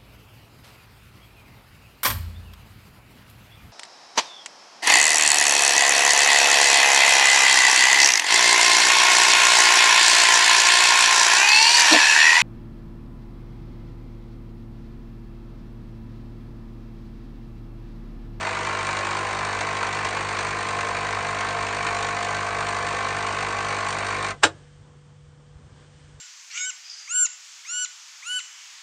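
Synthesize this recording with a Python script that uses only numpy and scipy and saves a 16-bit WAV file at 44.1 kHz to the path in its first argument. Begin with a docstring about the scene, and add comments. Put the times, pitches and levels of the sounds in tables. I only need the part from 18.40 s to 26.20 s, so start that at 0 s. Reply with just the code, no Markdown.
"""A kitchen counter, close up: a capsule coffee machine brews, stops, and its lever snaps back.
The mains-driven piston pump is a stack of mains multiples, blows into a resonant plastic shell, shaped
noise for rattle and spit, and one wandering panel tone; the lever is noise cracks and ringing modes.
A fridge hums as steady sines, beating slowly against the pump; the room is rumble, murmur and hiss."""
import sys
import numpy as np
from scipy import signal
from scipy.fft import rfft, irfft, next_fast_len
from scipy.io import wavfile
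from scipy.ndimage import map_coordinates

SR = 44100
rng = np.random.default_rng(int(sys.argv[2]) if len(sys.argv) > 2 else 0)


def unload_wav(signal):
    """Save mono or channel-first audio to the path in sys.argv[1] as 16-bit WAV at rate SR, clipped to [-1, 1]."""
    wavfile.write(
        sys.argv[1],
        SR,
        np.round(np.clip(np.atleast_2d(signal).T, -1, 1) * 32767).astype(np.int16),
    )


def rack_gain(trim_db):
    """Turn a fader trim in dB into the linear factor to multiply a signal by."""
    fader = np.asarray(trim_db, float)
    return 10 ** (fader / 20)


N = 343977
T = np.arange(N) / SR  # time, s

MAINS_HZ, STOP_S = 50.027, 5.918  # pump cycle rate, and when the power is cut
LANDS_MS = 11  # the hardest blow of the cycle; the hum is phased from here
# steady hum of coil and piston [multiple of mains, level/dB rms]
HUM = [(1, -51.5), (2, -42), (3, -51.5), (4, -48.5), (5, -54.5), (6, -53.5), (8, -47.5), (10, -49),
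       (11, -62), (12, -54.5), (15, -51.5), (16, -47)]
# hum multiples that follow the back pressure
# [multiple of mains, level/dB rms at no pressure, at a third, at full]
LOADED_HUM = [(7, -51, -42, -60.5), (9, -67, -48.5, -44), (13, -40, -48, -46), (14, -54, -51, -35.5),
              (31, -53, -51.5, -41.5)]
# part of the knocking that repeats each cycle [multiple of mains, level/dB rms]
BUZZ = [(17, -53.5), (18, -52), (19, -48.5), (20, -48.5), (21, -58), (22, -49), (24, -46), (25, -50.5),
        (26, -53), (27, -60.5), (28, -50.5), (29, -54.5), (30, -57.5), (32, -52), (35, -56.5), (36, -56),
        (38, -53.5), (40, -50), (41, -50.5), (45, -57), (46, -60.5)]
# back pressure behind the capsule [t/s, share 0-1]
PRESSURE = [(0, 0.01), (.5, 0.16), (1.1, 0.74), (1.9, 0.58), (2.4, 0.81), (3.5, 0.97), (4.2, 0.93),
            (5.9, 0.68)]
# contacts within each pump cycle [t/ms into the cycle, level/dB, timing scatter/ms]
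CONTACTS = [(8.64, -0.5, 0.16), (10.646, 1.5, 0.13), (13.6, -3, .2), (15.76, 1.5, 0.17), (18.33, -3.5, .2),
            (20.82, -8.5, .25)]
# strokes given their own force [t/s, level/dB over the usual force]
HARD_STROKES = [(.069, 1), (.489, 0.5), (.709, 2.5), (.769, 1), (1.209, 3.5), (1.429, 1.5), (1.649, 4),
                (1.768, 1), (1.988, 2), (3.008, 2), (3.467, 2.5), (5.306, 0)]
# resonances of the plastic shell [f/Hz, width/Hz, level/dB]
SHELL_MODES = [(690, 90, -0.5), (1380, 180, -10), (1548, 65, -4), (1778, 71, -4.5), (2020, 21, -5),
               (2334, 100, -8.5), (3884, 79, -18.5), (4446, 120, -17.5)]
# how long after a blow each region of the shell answers most strongly [f/Hz, delay/ms]
SHELL_LAG = [(100, 1), (150, 8), (225, 17), (300, 11), (400, 9), (450, 14.5), (520, 14.5), (650, 0),
             (800, 0), (950, 5), (1150, 5), (1300, .5), (2500, 0)]
# loose rattle of the shell, relative density [f/Hz, level/dB per Hz]
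RATTLE_SPECTRUM = [(150, -43), (280, -22.5), (335, -7.5), (390, -21.5), (465, -6), (575, -9.5), (830, -3),
                   (870, -6), (925, 0), (970, -6), (1110, -5), (1180, -6.5), (1240, -4), (1650, -7.5),
                   (2350, -6.5), (2700, -11.5), (3280, -20.5), (8630, -30.5), (9310, -48), (12000, -89)]
# water forced past the valve, relative density [f/Hz, level/dB per Hz]
SPIT_SPECTRUM = [(1470, -38.5), (2500, -5), (3270, -7), (4360, -6), (5110, -12.5), (5960, -9), (7270, -9.5),
                 (7890, -17), (8620, -8), (9060, -16), (9310, -38.5), (12100, -46.5), (20500, -120)]
# the panel's ring [wander/Hz, level/dB rms, peak t/ms into the cycle, half-length/ms]
PANEL_RING = (4, -34, 16.5, 3.5)
# pitch of the loudest panel, rising mostly between 3 and 4.2 s, then nearly steady [t/s, f/Hz]
PANEL_PITCH = [(0, 1052), (3, 1064), (4.2, 1096), (5.9, 1100)]
# lever contacts [t/s, level/dB, burst time constant/ms]
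LEVER_CONTACTS = [(6.0335, 0, 3.8), (6.037, -7.5, 1.6), (6.04, -3.5, 2.8), (6.0422, -21, 2.7),
                  (6.046, -16.5, 4.4), (6.050, -15.5, 6.6)]
# crack of a lever contact, relative density [f/Hz, level/dB per Hz]
SNAP_SPECTRUM = [(88, -55.5), (150, -28.5), (469, -3), (761, -9.5), (920, -3), (1130, -6), (1440, -2.5),
                 (2040, -11), (2830, -11), (4060, -12), (4750, -18), (7310, -17.5), (9310, -21),
                 (12100, -57), (20500, -120)]
# ringing of the lever [f/Hz, level/dB, T60/s]
LEVER_MODES = [(700, -8, .06), (1000, -3, .07), (1220, -3, .09), (1660, -40, 1), (1720, -41, 1),
               (2500, -6, .06), (3120, -47, 1.1), (3190, -47, 1.1), (3300, -12, .08), (4200, -12, .08)]
# the machine's base, rocking after the snap [f/Hz, level/dB, T60/s]
BASE_MODES = [(95, -29.5, 0.19), (294, -18, 0.068), (325, -24, 0.18)]
# reverberation of the kitchen [f/Hz, T60/s]
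KITCHEN_DECAY = [(100, 0.53), (300, 0.23), (1000, 0.12), (8000, 0.1)]
# fridge hum [f/Hz, level/dB rms]
FRIDGE_HUM = [(48.77, -67), (97.55, -64), (146.32, -52), (489, -66)]
# low room noise, relative density [f/Hz, level/dB per Hz]
RUMBLE_SPECTRUM = [(12, -68.5), (20, -37), (49, -6), (104, -4.5), (118, -7), (135, -8), (180, -27),
                   (300, -120)]
# faint murmur of the house, relative density [f/Hz, level/dB per Hz]
MURMUR_SPECTRUM = [(100, -35.5), (170, 0), (177, -3.5), (336, -9), (367, -10.5), (494, -10), (614, -13.5),
                   (1210, -14), (1800, -24.5), (2340, -53.5), (3960, -120)]
# smooth room hiss, relative density [f/Hz, level/dB per Hz]
HISS_SPECTRUM = [(760, -17.5), (1300, -11), (1480, -1.5), (2800, -7), (3040, -2.5), (3550, -6.5),
                 (3860, -9), (5820, -9.5), (9310, -11.5), (12100, -42.5), (20500, -120)]
# soft low bumps [t/s, level/dB, f/Hz]
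THUMPS = [(6.89, -45.5, 85), (7.165, -38, 70), (7.25, -45, 90.5), (7.75, -44.5, 75)]
# swell of the room noise near the end [t/s, share 0-1]
SWELL = [(7.05, 0), (7.33, 0.5), (7.41, 1), (7.47, 0.7), (7.65, 1), (7.8, 0.66)]
# what a full swell adds [rumble level/dB, murmur level/dB, hiss level/dB]
SWELL_DB = (2.5, 3, 6)


def unit(x):
    """Scaled to rms 1."""
    return x / np.sqrt(np.mean(x ** 2) + 1e-20)


def along(points, hz):
    """(Hz, value) points read on a log axis."""
    f, v = np.transpose(points)
    return np.interp(np.log(hz + 1), np.log(f + 1), v)


def curve(rows):
    """(s, value) points read at every sample."""
    s, v = np.transpose(rows)
    return np.interp(T, s, v)


def wobble(rate):
    """A smooth random curve, rate knots a second."""
    coarse = np.arange(0, N + 32, 32)
    knots = rng.standard_normal(int(N * rate / SR) + 4)
    return np.interp(np.arange(N), coarse, map_coordinates(knots, [coarse * rate / SR]))


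def filtered(x, response):
    """x times a complex response of frequency."""
    m = next_fast_len(N + SR // 2)
    return irfft(rfft(x, m) * response(np.fft.rfftfreq(m, 1 / SR)), m)[:N]


def noise(spectrum):
    """Coloured noise of rms 1."""
    return unit(filtered(rng.standard_normal(N), lambda hz: rack_gain(along(spectrum, hz))))


def run_down(t60):
    """Full level until the power is cut, then a decay of 60 dB in t60 seconds."""
    return rack_gain(-60 * np.maximum(T - STOP_S, 0) / t60)


def lag(hz):
    """Phase (radians) that delays each frequency of an even grid by the shell's lag."""
    return 2 * np.pi * np.cumsum(along(SHELL_LAG, hz)) / 1000 * (hz[1] - hz[0])


def shell(hz):
    """The plastic shell answers a blow with resonances of alternating sign and radiates little bass."""
    modes = 0
    for k, (centre, width, db) in enumerate(SHELL_MODES):
        damping = 1j * hz * width
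        modes = modes + (-1) ** k * rack_gain(db) * damping / (centre ** 2 - hz ** 2 + damping)
    return modes * (1j * hz / (600 + 1j * hz)) ** 5


def strokes():
    """Each cycle the piston knocks the shell several times, rattles it and spits water through the valve."""
    starts = np.arange(-1, int(STOP_S * MAINS_HZ)) / MAINS_HZ
    ms, db, scatter_ms = np.transpose(CONTACTS)
    count = len(ms)
    chance = rng.standard_normal((len(starts), 2 * count + 2))
    # no two strokes are equally hard or wet: scatter in dB
    force_db, flow_db = 1.1 * chance[:, -1], 3 * chance[:, -2]
    hard_s, hard_db = np.transpose(HARD_STROKES)
    hard = np.round(hard_s * MAINS_HZ + .55).astype(int)
    force_db[hard], flow_db[hard] = hard_db, hard_db

    times = starts[:, None] + (ms + scatter_ms * chance[:, :count]) / 1000
    sizes = rack_gain(db + 2.1 * chance[:, count:-2] + force_db[:, None])
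    live = (times > 0) & (times < STOP_S)
    blows = np.bincount(np.round(times[live] * SR).astype(int), sizes[live], N)
    knocks = unit(filtered(blows, shell))

    cycles = (T - .0079) * MAINS_HZ  # counted from just before the first contact
    since_ms = (cycles % 1) * 1000 / MAINS_HZ
    stroke = np.clip((cycles + 1).astype(int), 0, len(starts) - 1)
    shake = 1.0 + rack_gain(force_db[stroke]) / (1 + (since_ms / 9) ** 5)  # stronger for half a cycle
    rattle = unit(noise(RATTLE_SPECTRUM) * shake)
    valve = (1 - np.exp(-since_ms / 0.22)) / (1 + (since_ms / 6.2) ** 6)  # open for a few ms
    gush = 0.4 + valve * rack_gain(force_db[stroke] + flow_db[stroke])
    spit = unit(noise(SPIT_SPECTRUM) * gush)

    on = run_down(.03)
    rattle_gain = rack_gain(-3.0 - curve(PRESSURE))  # full back pressure quietens the rattle by 1 dB
    body = rack_gain(-9.5) * knocks + rattle_gain * on * rattle
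    body = filtered(body, lambda hz: np.exp(-1j * lag(hz)))
    # each listed stroke opens with an extra clatter, T60 68 ms
    slams = np.bincount(np.round(hard_s * SR).astype(int), rack_gain(hard_db), N)
    slam_decay = rack_gain(1.5 - 60 * T[:SR // 10] / 0.068)
    body = body + noise(RATTLE_SPECTRUM) * signal.fftconvolve(slams, slam_decay)[:N]
    return rack_gain(-28) * (body + rack_gain(-11) * on * spit)


def panel():
    """One panel rings up evenly late in every stroke; its pitch wanders free of the mains multiples."""
    wander_hz, db, peak_ms, half_ms = PANEL_RING
    off_ms = (((T - peak_ms / 1000) * MAINS_HZ + .5) % 1 - .5) * 1000 / MAINS_HZ
    swell = 0.076 + np.exp(-np.abs(off_ms / half_ms) ** 3)
    pitch = curve(PANEL_PITCH) + wander_hz * wobble(3) + 13 * wobble(45)
    ring = unit(swell * np.cos(2 * np.pi * np.cumsum(pitch) / SR))
    firm_db = 0.16 * curve(PRESSURE)  # back pressure strengthens the ring slightly
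    return ring * rack_gain(db + firm_db + 0.44 * wobble(40)) * run_down(.02)


def hum():
    """Coil and piston hum in wavering mains multiples that die away at power-off; the buzz stops dead."""
    load = curve(PRESSURE)
    levels = HUM + [(k, np.interp(load, (0, 1 / 3, 1), stages_db)) for k, *stages_db in LOADED_HUM]
    late = lag(MAINS_HZ * np.arange(1, 60))

    def phase(k):
        return 2 * np.pi * round(k) * MAINS_HZ * (T - LANDS_MS / 1000) - late[round(k) - 1]

    tone = np.zeros(N)
    for k, db in levels:
        level = rack_gain(db + .08 * k * wobble(9.8)) * np.sqrt(2)
        tone += level * np.cos(phase(k) + 0.0089 * k * wobble(13))
    drift = 0.034 * wobble(14)  # all parts of the buzz come early or late together
    buzz = np.zeros(N)
    for k, db in BUZZ:
        buzz += rack_gain(db + 2.2 * wobble(5)) * np.sqrt(2) * np.cos(phase(k) + k * drift)
    return tone * run_down(0.16) + buzz * (T < STOP_S)


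def lever():
    """A quick run of plastic contacts: each cracks and rings the lever; the first slip is dull."""
    burst = np.zeros(N)
    for s, db, ms in LEVER_CONTACTS:
        attack = 1 - np.exp(-np.maximum(T - s, 0) / 0.00097)
        burst += rack_gain(db) * attack * np.exp(-np.abs(T - s) * 1000 / ms)
    dull = noise([(300, -19.5), (900, -4.0), (1500, -12.5), (4000, -25.0), (9000, -30.5)])
    slip = rack_gain(-18.5 - 2.9 * 1000 * np.abs(T - 6.032)) * dull  # fades 2.9 dB per ms either side
    # a light part pushes no bass
    crack = filtered(slip + burst * noise(SNAP_SPECTRUM), lambda f: (1j * f / (260 + 1j * f)) ** 4)
    age = T[:SR]
    ring = sum(rack_gain(db - 60 * age / t60) * np.sin(2 * np.pi * hz * age) for hz, db, t60 in LEVER_MODES)
    return crack + rack_gain(-40) * signal.fftconvolve(burst * rng.standard_normal(N), ring)[:N]


def base():
    """The snap sets the base rocking a moment later; neighbouring modes start in opposition and swell."""
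    age = np.maximum(T - 6.046, 0)
    rocking = np.zeros(N)
    for k, (hz, db, t60) in enumerate(BASE_MODES):
        rocking += (-1) ** k * rack_gain(db - 60 * age / t60) * np.sin(2 * np.pi * hz * age)
    return (1 - np.exp(-age / .004)) * rocking


def kitchen(x):
    """Reverberation, each frequency dying at its own speed; a new tail every quarter second."""
    out, step = np.zeros(N + SR), SR // 4
    for start in range(0, N, step):
        hz, t, z = signal.stft(rng.standard_normal(SR // 2), SR, nperseg=256)
        decay = rack_gain(-60 * t / along(KITCHEN_DECAY, hz)[:, None])
        tail = signal.istft(z * decay, SR, nperseg=256)[1][:SR // 2]
        wet = signal.fftconvolve(x[start:start + step], tail / np.linalg.norm(tail))
        out[start + 150:][:len(wet)] += wet  # pre-delay of 150 samples
    return out[:N]


def fridge():
    """The compressor turns a little below mains speed; its third multiple beats against the pump."""
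    out = np.zeros(N)
    for hz, db in FRIDGE_HUM:
        out += rack_gain(db + .5 * wobble(4)) * np.sqrt(2) * np.cos(2 * np.pi * hz * T - 1.6)
    return out


def room():
    """Low rumble with soft bumps, a murmur of the house and hiss; all settle after the stop, then swell."""
    # extra noise through the brew and 0.2 s on, then falling away as the machine vents
    settle_db = 7.5 * np.exp(-np.maximum(T - STOP_S - .2, 0) / 0.2)
    added_db = np.outer(SWELL_DB, curve(SWELL)) + np.outer((.4, .7, 1), settle_db)
    rumble_db, murmur_db, hiss_db = added_db
    rumble = rack_gain(-56.5 + rumble_db + 1.5 * wobble(14)) * noise(RUMBLE_SPECTRUM)
    murmur = rack_gain(-61 + murmur_db + 1.9 * wobble(10)) * noise(MURMUR_SPECTRUM)
    hiss = rack_gain(-65.5 + hiss_db) * noise(HISS_SPECTRUM)
    bumps = np.zeros(N)
    for s, db, hz in THUMPS:
        bumps += rack_gain(db) * np.exp(-((T - s) / .009) ** 2) * np.sin(2 * np.pi * hz * (T - s))
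    return rumble + murmur + hiss + bumps


def scene():
    """The machine, with reverberation on pump and lever, then the fridge and the room."""
    pump, snap = strokes() + panel(), lever()
    machine = hum() + pump + snap + base()
    reverb = kitchen(rack_gain(-7.5) * pump + rack_gain(-8.0) * snap)
    return (machine + reverb + fridge() + room())[None]


def roll_off(x):
    """The treble ends steeply here."""
    return signal.sosfilt(signal.butter(12, 9460, fs=SR, output="sos"), x)


def record(dry):
    """The input stage rounds off the loudest peaks, then cuts steeply above 9100 Hz."""
    rounded = dry[0] / (1 + np.abs(dry[0] / .95) ** 4) ** (1 / 4)
    mix = filtered(rounded, lambda hz: 1 / (1 + (hz / 9100) ** 140))[None]
    return roll_off(mix)


dry = scene()
out = record(dry)
unload_wav(out)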